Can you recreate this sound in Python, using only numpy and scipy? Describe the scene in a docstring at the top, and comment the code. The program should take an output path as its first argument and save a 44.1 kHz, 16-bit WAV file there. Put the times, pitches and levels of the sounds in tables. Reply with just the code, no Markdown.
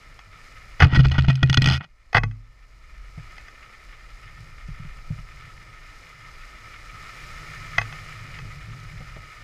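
"""Skis hiss over groomed snow throughout, heard in a helmet camera with wind on its housing and a hum in its mount.
After a faint clack, a gloved hand tilts the camera: filtered noise makes the stiff hinge rub and slip with snaps,
decaying sines make the mount boom, and the gripped camera nods and sways until the hand lets go.
The plastic case, noise cracks over ringing modes, clacks as it is pushed back.
Then the run gathers speed, bumps thud up through the mount, and the case clacks a few more times."""
import sys
import numpy as np
from scipy import signal
from scipy.fft import rfft, irfft
from scipy.io import wavfile
from scipy.ndimage import uniform_filter1d, minimum_filter1d

SR = 44100
rng = np.random.default_rng(int(sys.argv[2]) if len(sys.argv) > 2 else 0)


def dump(signal):
    """Clip the signal to [-1, 1] and save it as 16-bit WAV at the path in sys.argv[1]."""
    limited = np.clip(np.atleast_2d(signal).T, -1, 1)
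    pcm = np.round(limited * 32767).astype(np.int16)
    wavfile.write(sys.argv[1], SR, pcm)


N = 415863
TIME = np.arange(N) / SR  # s
RELEASE_S = 1.8  # the hand lets go

# level of the hiss before its trim: it drops at 0.84 s and is back by 3.3 s, then swells with speed: (t/s,
# level/dB)
GLIDE = [(0, -52), (0.3, -54.5), (0.42, -50), (0.79, -51), (0.84, -64.5), (1.92, -69), (2.1, -63.5),
         (2.42, -64), (3.1, -54), (3.3, -50), (3.62, -52), (4.35, -51.5), (5.65, -50.5), (6.88, -46.5),
         (7.08, -43.5), (7.88, -42), (8.7, -48), (9.43, -48)]
# resonances of the hinge: (f/Hz, width/Hz, lift/dB)
HINGE_RESONANCES = [(675, 25, 5), (1450, 140, 7.5), (1911, 100, 15.5), (2485, 55, 12), (2920, 180, 9),
                    (3530, 100, 3), (4170, 170, 11), (4850, 260, 4.5), (6380, 160, 10), (7700, 77, 14),
                    (11040, 360, 14)]
# jolts to the mount: (t/s, strength/dB, lift of the lowest mode/dB, sway relative to strength/dB)
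JOLTS = [(0.805, -14, 0, -5), (0.825, -3, -5, -4.5), (0.85, -5, 3.5, -22.5), (0.878, -17, -2, -16),
         (0.926, -8.5, -2, -16.5), (0.973, -2.5, 3, -17), (0.992, 0.5, 1.5, -24), (1.055, -6.5, 4.5, -10.5),
         (1.117, -15.5, 5, -6), (1.183, -4.5, 5, -11.5), (1.239, -16.5, 4, -7), (1.282, -3, -2, -28.5),
         (1.428, -4.5, -10.5, -22), (1.496, -8, -13, -22.5), (1.572, -4.5, -13, -16.5),
         (1.619, -8, -10.5, -14), (1.657, -6.5, -10, -19), (1.671, -7, -16.5, -19.5),
         (1.707, -11, -10, -9.5), (2.15, -11.5, -3, 0), (2.185, -17.5, 5.5, 2), (2.238, -14, -3.5, 1),
         (7.783, -21, -2, 0)]


def undb(db):
    """Decibels to gain."""
    return 10 ** (np.asarray(db) / 20)


def unit(x):
    """Scale to rms 1."""
    return x / np.sqrt(np.mean(x ** 2))


def peaked(x):
    """Scale a noisy hit so that its peaks come near 1."""
    loudest_power = uniform_filter1d(x ** 2, size=130).max()
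    return x / np.sqrt(4 * loudest_power)


def add(out, s, x):
    """Mix x into out from time s."""
    i = int(s * SR)
    out[i:i + len(x)] += x[:N - i]


def response(points, peaks=(), size=4096):
    """Minimum-phase impulse response of a broad colour with resonances on top."""
    hz = np.arange(size // 2 + 1) * SR / size + 1
    f, db = np.transpose(points)
    octaves_outside = np.maximum(np.log2(f[0] / hz), 0) + np.maximum(np.log2(hz / f[-1]), 0)
    db = np.interp(np.log(hz), np.log(f), db) - 18 * octaves_outside
    for centre, width, lift in peaks:
        db = db + lift / (1 + (2 * (hz - centre) / width) ** 2)
    # folding the cepstrum forward puts the energy as early as the colour allows
    cepstrum = irfft(np.log(undb(db)))
    cepstrum[1:size // 2] *= 2
    cepstrum[size // 2 + 1:] = 0
    return irfft(np.exp(rfft(cepstrum)))


def through(x, body):
    """Pass x through an impulse response."""
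    return signal.fftconvolve(x, body)[:len(x)]


def brighten(x, db, corner_hz=3300):
    """Lift the treble for a harder contact, or lower it for a softer one."""
    lowpass = signal.butter(2, corner_hz, fs=SR, output="sos")
    low = signal.sosfiltfilt(lowpass, x)
    return low + undb(db) * (x - low)


def ring(modes, t):
    """Decaying sines of a struck body."""
    return sum(undb(db) * np.sin(2 * np.pi * hz * t) * undb(-60 * t / t60) for hz, db, t60 in modes)


def deepen(modes, lift_db):
    """The same modes with the lowest one struck harder or softer."""
    (hz, db, t60), *rest = modes
    return [(hz, db + lift_db, t60)] + rest


def walk(rate):
    """Random levels held 1 / rate s and smoothed twice; rms 1."""
    hold = max(int(SR / rate), 1)
    steps = np.repeat(rng.standard_normal(N // hold + 1), hold)
    smooth = uniform_filter1d(uniform_filter1d(steps, hold), hold)
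    return unit(smooth[:N])


def grains(rate, spread_db):
    """Tiny fractures at random moments, rate per second, a few much larger than the rest."""
    size = undb(spread_db * np.minimum(rng.exponential(size=N), 5))
    breaks = rng.random(N) < rate / SR
    return unit(breaks * size * rng.standard_normal(N))


def burst(t, t60, rise_s=0.0022):
    """A cluster of micro-contacts that builds quickly and dies away."""
    decay = np.exp(-np.log(1000) * t / t60)
    return rng.choice([-1., 1.], len(t)) * np.minimum(t / rise_s, 1) * decay


def swells(table):
    """Smooth rises and falls in dB, one for each row."""
    return sum(db * np.cos(np.pi * np.clip((TIME - s) / length, -.5, .5)) ** 2 for s, length, db in table)


def glide_level():
    """Level in dB of the snow's hiss at every sample, before its trim."""
    s, db = np.transpose(GLIDE)
    return np.interp(TIME, s, db)


def follow(easy_db, slope, cruise_db=-50):
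    """Level in dB of a layer: easy_db when the hiss is at cruise_db, then slope dB per dB of hiss."""
    return easy_db + slope * (glide_level() - cruise_db)


def scuffs(rate=20, lift_db=3.8, fade_s=.008):
    """Brief lifts in dB where an edge catches a crust of snow."""
    catches = (rng.random(N) < rate / SR) * rng.uniform(.5, 1.5, N)
    fade = np.exp(-TIME[:SR // 4] / fade_s)
    return lift_db * np.minimum(through(catches, fade), 2)


def skis(flutter_db=0.34, lean_db=0.1, trim_db=-0.12):
    """Bases slide, edges shear crystals and fine spray hisses; pressure flutters over the groomed ridges."""
    # colours of the sliding bases, sheared snow and spray: (f/Hz, relative level/dB)
    slide_colour = [(150, -0.5), (300, -1.5), (450, -1.5), (620, 0), (850, -3.5), (1050, -1.5),
                    (1400, -12.5)]
    snow_colour = [(900, -26.5), (1120, -13.5), (1280, -4), (1620, -13), (1850, -6.5), (2400, -3.5),
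                   (2700, -15.5), (3600, -16), (4500, -31)]
    spray_colour = [(2800, -37), (4000, -2), (4500, -4.5), (5000, 0), (5800, -7), (6600, -7), (8000, -12.5),
                    (10000, -17.5), (11000, -15.5), (12000, -21.5), (15000, -22.5)]
    # resonances of the housing under the hiss: (f/Hz, width/Hz, lift/dB)
    housing = [(1271, 172, 8), (1791, 82, 9), (2084, 130, 4.5), (2890, 130, 7.5)]
    # an edge bites and scrapes: (middle t/s, length/s, lift/dB)
    scrapes = [(.57, 0.056, 6), (3.94, .09, 4.5), (4.28, 0.062, 5), (4.85, 0.41, 1), (6.9, 0.035, 2.5),
               (8.43, 0.056, 1.5)]

    pressure = undb(flutter_db * walk(rate=41))
    slide = rng.standard_normal(N) + .5 * grains(rate=530, spread_db=1.5)
    shear = rng.standard_normal(N) + 0.81 * grains(rate=3200, spread_db=3.0)
    spray = rng.standard_normal(N) + 0.46 * grains(rate=5500, spread_db=5.0)

    slide_db = follow(easy_db=-60, slope=0.74)
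    spray_db = follow(easy_db=-60, slope=0.88) + 0.44 * walk(rate=14)
    shear_db = glide_level() + trim_db + scuffs() + swells(scrapes)
    shear_db += 1.0 * walk(rate=55) + lean_db * walk(rate=8.9)

    slide = unit(through(slide, response(slide_colour))) * undb(slide_db)
    shear = unit(through(shear, response(snow_colour, housing))) * undb(shear_db)
    spray = unit(through(spray, response(spray_colour))) * undb(spray_db)
    return pressure * (slide + shear + spray)


def ride():
    """Eddies buffet the housing, and the skis' shudder hums in the mount."""
    # colours of the wind and the hum: (f/Hz, relative level/dB)
    wind_colour = [(15, -1), (30, 2.5), (45, 2), (60, -5), (80, -16), (130, -27)]
    rumble_colour = [(55, -10), (85, -8.5), (106, 5), (125, -3.5), (150, 0), (190, -19), (260, -28),
                     (450, -31.5)]
    # gusts on the housing, then rough snow that shakes the skis: (middle t/s, length/s, lift/dB)
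    gusts = [(.68, 0.66, 2), (3.05, 0.97, 8.5), (4.85, 1.6, 11.5), (7.45, 0.78, 4.5), (8.4, 0.78, 8.5),
             (9.08, 0.55, 8)]
    rough_snow = [(.29, .12, 12), (4.48, 0.6, 11.5), (5.4, 1.2, 10.5), (6.75, .4, 5), (7.5, 1.2, 8.5),
                  (8.6, 2.2, 17)]

    wind_db = follow(easy_db=-48.5, slope=.25) + swells(gusts) + 1.5 * walk(rate=9.3)
    rumble_db = follow(easy_db=-59, slope=.7) + swells(rough_snow) + 2.74 * walk(rate=25)
    # the long responses resolve the bass
    wind = unit(through(rng.standard_normal(N), response(wind_colour, size=16384)))
    rumble = unit(through(rng.standard_normal(N), response(rumble_colour, size=16384)))
    return wind * undb(wind_db) + rumble * undb(rumble_db)


def case(crack_t60=0.014, ring_db=0, scatter_db=-1.5, contact_s=0.0018):
    """Each clack is a brief crack and the ring of the shell, a little different at every point of contact."""
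    # colour of the cracks and grating: (f/Hz, relative level/dB)
    case_colour = [(200, -20), (340, -17.5), (470, -4.5), (580, -11.5), (720, 1), (900, -0.5), (1020, -9.5),
                   (1220, 4.5), (2000, 1.5), (2350, -16), (3300, -8.5), (3800, -21.5), (4900, -15),
                   (6500, -32.5), (7300, -41), (15000, -50)]
    # ringing of the shell before scatter: (f/Hz, relative level/dB, t60/s)
    shell_modes = [(462, -13, 0.1), (706, -10, 0.054), (821, -10, 0.065), (1126, -6, 0.1),
                   (1326, -20, 0.03), (1506, -0.5, .05), (1967, 3.5, .05), (2072, 1.5, 0.047),
                   (2557, -1, 0.065), (3214, -19, 0.075), (3420, -22.5, .055), (4160, -18, 0.041),
                   (4910, -17, 0.046), (6290, -20.5, 0.071), (11100, -33.5, .03)]
    # the case clacks: (t/s, peak/dB, treble lift/dB)
    clacks = [(0.19, -35.5, 7), (0.802, -7.5, 4), (0.822, -1, -2.5), (2.129, -21.5, 9.5), (2.147, -2, -10),
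              (2.157, -9.5, 2), (2.168, -4, -5), (2.18, -7.5, -9), (2.234, -15.5, -1), (2.311, -40, 8),
              (3.38, -32.5, 13), (3.482, -34, 7), (7.781, -10, 9), (7.783, -6, -11), (7.814, -19, 8.5),
              (7.925, -28, 7), (8.387, -28.5, 5)]
    # it grates as it is seized and as it is pushed back: (t/s, length/s, level/dB)
    shoves = [(0.821, 0.011, -12), (0.832, 0.022, -26.5), (2.145, .04, -18)]

    out, body, t = np.zeros(N), response(case_colour), TIME[:SR // 4]
    for s, db, treble_db in clacks:
        shell = np.zeros(len(t))
        for hz, mode_db, t60 in shell_modes:
            detune, strength, side = rng.standard_normal(3)
            mode = (hz * (1 + .004 * detune), mode_db + scatter_db * strength, t60)
            shell += np.sign(side) * ring([mode], t)
        crack = unit(through(burst(t, crack_t60), body))
        clack = crack + undb(ring_db) * unit(shell * np.minimum(t / contact_s, 1))
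        add(out, s, peaked(brighten(clack, treble_db)) * undb(db))
    for s, length, db in shoves:
        grate = through(rng.standard_normal(len(t)) * (t < length), body)
        add(out, s, grate * undb(db) / np.sqrt(np.sum(body ** 2)))
    return out


def judder(start_s=1.658, gap_s=.0142, gap_ratio=0.94, first_db=-9, fade_db=1.73, treble_db=12, count=12):
    """Snaps that come ever sooner and weaker as the hinge comes to rest: (t/s, peak/dB, treble lift/dB)."""
    gaps = gap_s * gap_ratio ** np.arange(count)
    return [(start_s + gaps[:k].sum(), first_db - k * fade_db, treble_db) for k in range(count)]


def hinge(slip_t60=0.015, edge_s=0.0032, chatter_db=4.0):
    """Plastic faces grind in short judders, then stick and let go in separate snaps."""
    # colour of the hinge: (f/Hz, relative level/dB)
    hinge_colour = [(150, 14), (450, -10.5), (900, 2.5), (1030, -6), (1350, 5.5), (1700, -6.5), (2200, -2),
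                    (2750, -8), (3400, -1), (3780, -19), (5000, -12.5), (6400, -27), (7200, -38.5),
                    (11000, -45.5), (15000, -54.5)]
    # the faces rub: (t/s, length/s, level/dB, treble lift/dB)
    rubs = [(0.794, 0.055, -21, -4.5), (0.85, 0.062, -39, -15), (0.913, 0.026, -29, -4.5),
            (0.944, 0.03, -21, 2), (0.988, 0.02, -24, 2.5), (1.038, 0.019, -25.5, -0.5),
            (1.111, 0.016, -32, 2), (1.138, 0.033, -30.5, -3), (1.179, 0.018, -22, -0.5),
            (1.24, 0.01, -31, -4), (1.28, 0.031, -25.5, 1), (1.61, 0.12, -35.5, -4.5),
            (1.712, .05, -30.5, 14), (1.803, 0.015, -33.5, -34), (1.824, 0.037, -45.5, 3)]
    # the faces slip with a snap: (t/s, peak/dB, treble lift/dB)
    slips = [(1.116, -21, 13.5), (1.283, -17, 1), (1.354, -26.5, 27.5), (1.429, -8, 8),
             (1.497, -12.5, 17.5), (1.528, -13.5, 11), (1.542, -9.5, 16), (1.572, -5.5, 9),
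             (1.619, -11.5, 18), (1.642, -12.5, 15.5)]
    # one faint grind for as long as the hand turns it: (t/s, length/s, level/dB)
    turn = (.85, .93, -47)

    out, body = np.zeros(N), response(hinge_colour, HINGE_RESONANCES)
    t = TIME[:SR // 4]
    grind = rng.standard_normal(N) + 0.53 * grains(rate=2300, spread_db=5.0)
    grind *= undb(chatter_db * walk(rate=150))
    for s, length, db, treble_db in rubs:
        contact = np.clip(np.minimum(t, length + edge_s - t) / edge_s, 0, 1)
        touching = grind[int(s * SR):][:len(t)] * contact
        rub = brighten(through(touching, body), treble_db)
        # a longer contact carries more energy
        add(out, s, unit(rub) * np.sqrt(np.mean(contact ** 2)) * undb(db))
    for s, db, treble_db in slips + judder():
        snap = brighten(through(burst(t, slip_t60), body), treble_db)
        add(out, s, peaked(snap) * undb(db))
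    s, length, db = turn
    add(out, s, unit(through(grind[:int(length * SR)], body)) * undb(db))
    return out


def mount(catch_s=0.018, rise_s=0.0024, thud_t60=0.088, thud_db=-15, held_db=-1, free_db=-8):
    """Jolts boom, damped under the glove and ringing on once it lets go; each one catches the one before."""
    # modes in the hand's grip, then free: (f/Hz, relative level/dB, t60/s)
    held_modes = [(58, -4, 0.11), (88, 3, 0.07), (151, 0, 0.12), (227, -14.5, 0.087)]
    free_modes = [(43, -2.5, 0.64), (108, 4.5, 0.39), (137.6, -3, 0.27), (248, -21.5, 0.5)]

    out, t = np.zeros(N), TIME[:SR // 2]
    ends = [row[0] for row in JOLTS[1:]] + [TIME[-1]]
    dull = response([(120, 8.5), (300, -3.5), (700, -16.0), (1200, -31.5)])
    for (s, db, deep_db, _), end in zip(JOLTS, ends):
        if s < RELEASE_S:
            boom = ring(deepen(held_modes, deep_db), t)
            thud = peaked(through(burst(t, thud_t60), dull))
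            boom = undb(held_db) * boom / np.abs(boom).max() + undb(thud_db) * thud
        else:
            boom = undb(free_db) * ring(deepen(free_modes, deep_db), t)
        envelope = np.clip(np.minimum(t / rise_s, (end - s - t) / catch_s + 1), 0, 1)
        add(out, s, -undb(db) * boom * envelope)
    return out


def shaken(strengths, t60, rise_s=0.0088, let_go_s=.04):
    """Size of a vibration that each jolt starts afresh and that ends when the hand lets go."""
    size = np.zeros(N)
    for s, db in strengths:
        i = int(s * SR)
        size[i:] = undb(db) * np.exp(-np.log(1000) * TIME[:N - i] / t60)
    held = np.clip((RELEASE_S - TIME) / let_go_s + .5, 0, 1)
    return uniform_filter1d(size, int(rise_s * SR)).clip(0) * held


def grip(buzz_db=-16, nod_db=-9.0, uneven_db=3, wander=.14):
    """The jolted camera nods and sways in the hand; its slack hinge chatters unevenly, once in every sway."""
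    # colour of the chatter: (f/Hz, relative level/dB)
    buzz_colour = [(1200, -13.5), (2500, 3), (3500, -0.5), (5200, -5), (6400, -17), (7300, -17.5),
                   (11000, -43.5), (15000, -49)]
    nod_hz, sway_hz = 131.6, 79.9  # the sway's rate wanders about its value

    nod = shaken([(s, db + nod_db) for s, db, _, _ in JOLTS], t60=0.52)
    sway = shaken([(s, db + share_db) for s, db, _, share_db in JOLTS], t60=0.47)
    nodding = np.sin(2 * np.pi * nod_hz * TIME)
    swaying = np.sin(2 * np.pi * np.cumsum(sway_hz * (1 + wander * walk(rate=22))) / SR)
    touch = np.maximum(swaying, 0) ** 4 * undb(uneven_db * walk(rate=73))
    chatter = unit(through(rng.standard_normal(N), response(buzz_colour, HINGE_RESONANCES)))
    buzz = np.sqrt(nod * sway) * touch * chatter
    return np.sqrt(2) * (nod * nodding + sway * swaying) + undb(buzz_db) * buzz


def bumps(rise_s=0.007, crunch_t60=0.091, crunch_db=-3):
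    """Ridges of snow give soft thuds through legs and helmet, each with a dull crunch."""
    # a bump as it arrives at the camera: (f/Hz, relative level/dB, t60/s)
    bump_modes = [(110, -2, 0.21), (144.4, 5.5, 0.1), (180.3, -15, 0.032)]
    # the skis hit bumps: (t/s, thud peak/dB, crunch relative to thud before crunch_db/dB)
    hits = [(3.176, -27, -13), (4.685, -26.5, -21), (4.798, -28.5, -32), (4.848, -29.5, -23),
            (5.104, -18, -24), (5.185, -31.5, -15), (9.003, -32, -6.5), (9.163, -37.5, 4.5)]

    out, t = np.zeros(N), TIME[:SR // 3]
    dull = response([(200, 1), (420, -2.5), (650, 3), (1000, -10), (1500, -29)])
    for s, db, share_db in hits:
        thud = ring(bump_modes, t) * np.minimum(t / rise_s, 1)
        crunch = peaked(through(burst(t, crunch_t60), dull))
        add(out, s, undb(db) * (thud / np.abs(thud).max() + undb(share_db + crunch_db) * crunch))
    return out


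def scene():
    """Everything reaches one microphone inside the housing."""
    handling = case() + hinge() + mount() + grip()
    return (skis() + ride() + handling + bumps())[None]


def record(dry, top_hz=15300):
    """A fast limiter holds the loudest knocks to full scale; then the top is cut."""
    allowed = 1 / np.maximum(np.abs(dry), 1)
    gain = uniform_filter1d(minimum_filter1d(allowed, size=200), size=200)
    lowpass = signal.ellip(10, .2, 70, top_hz, fs=SR, output="sos")
    return signal.sosfilt(lowpass, dry * gain)


dry = scene()
out = record(dry)
dump(out)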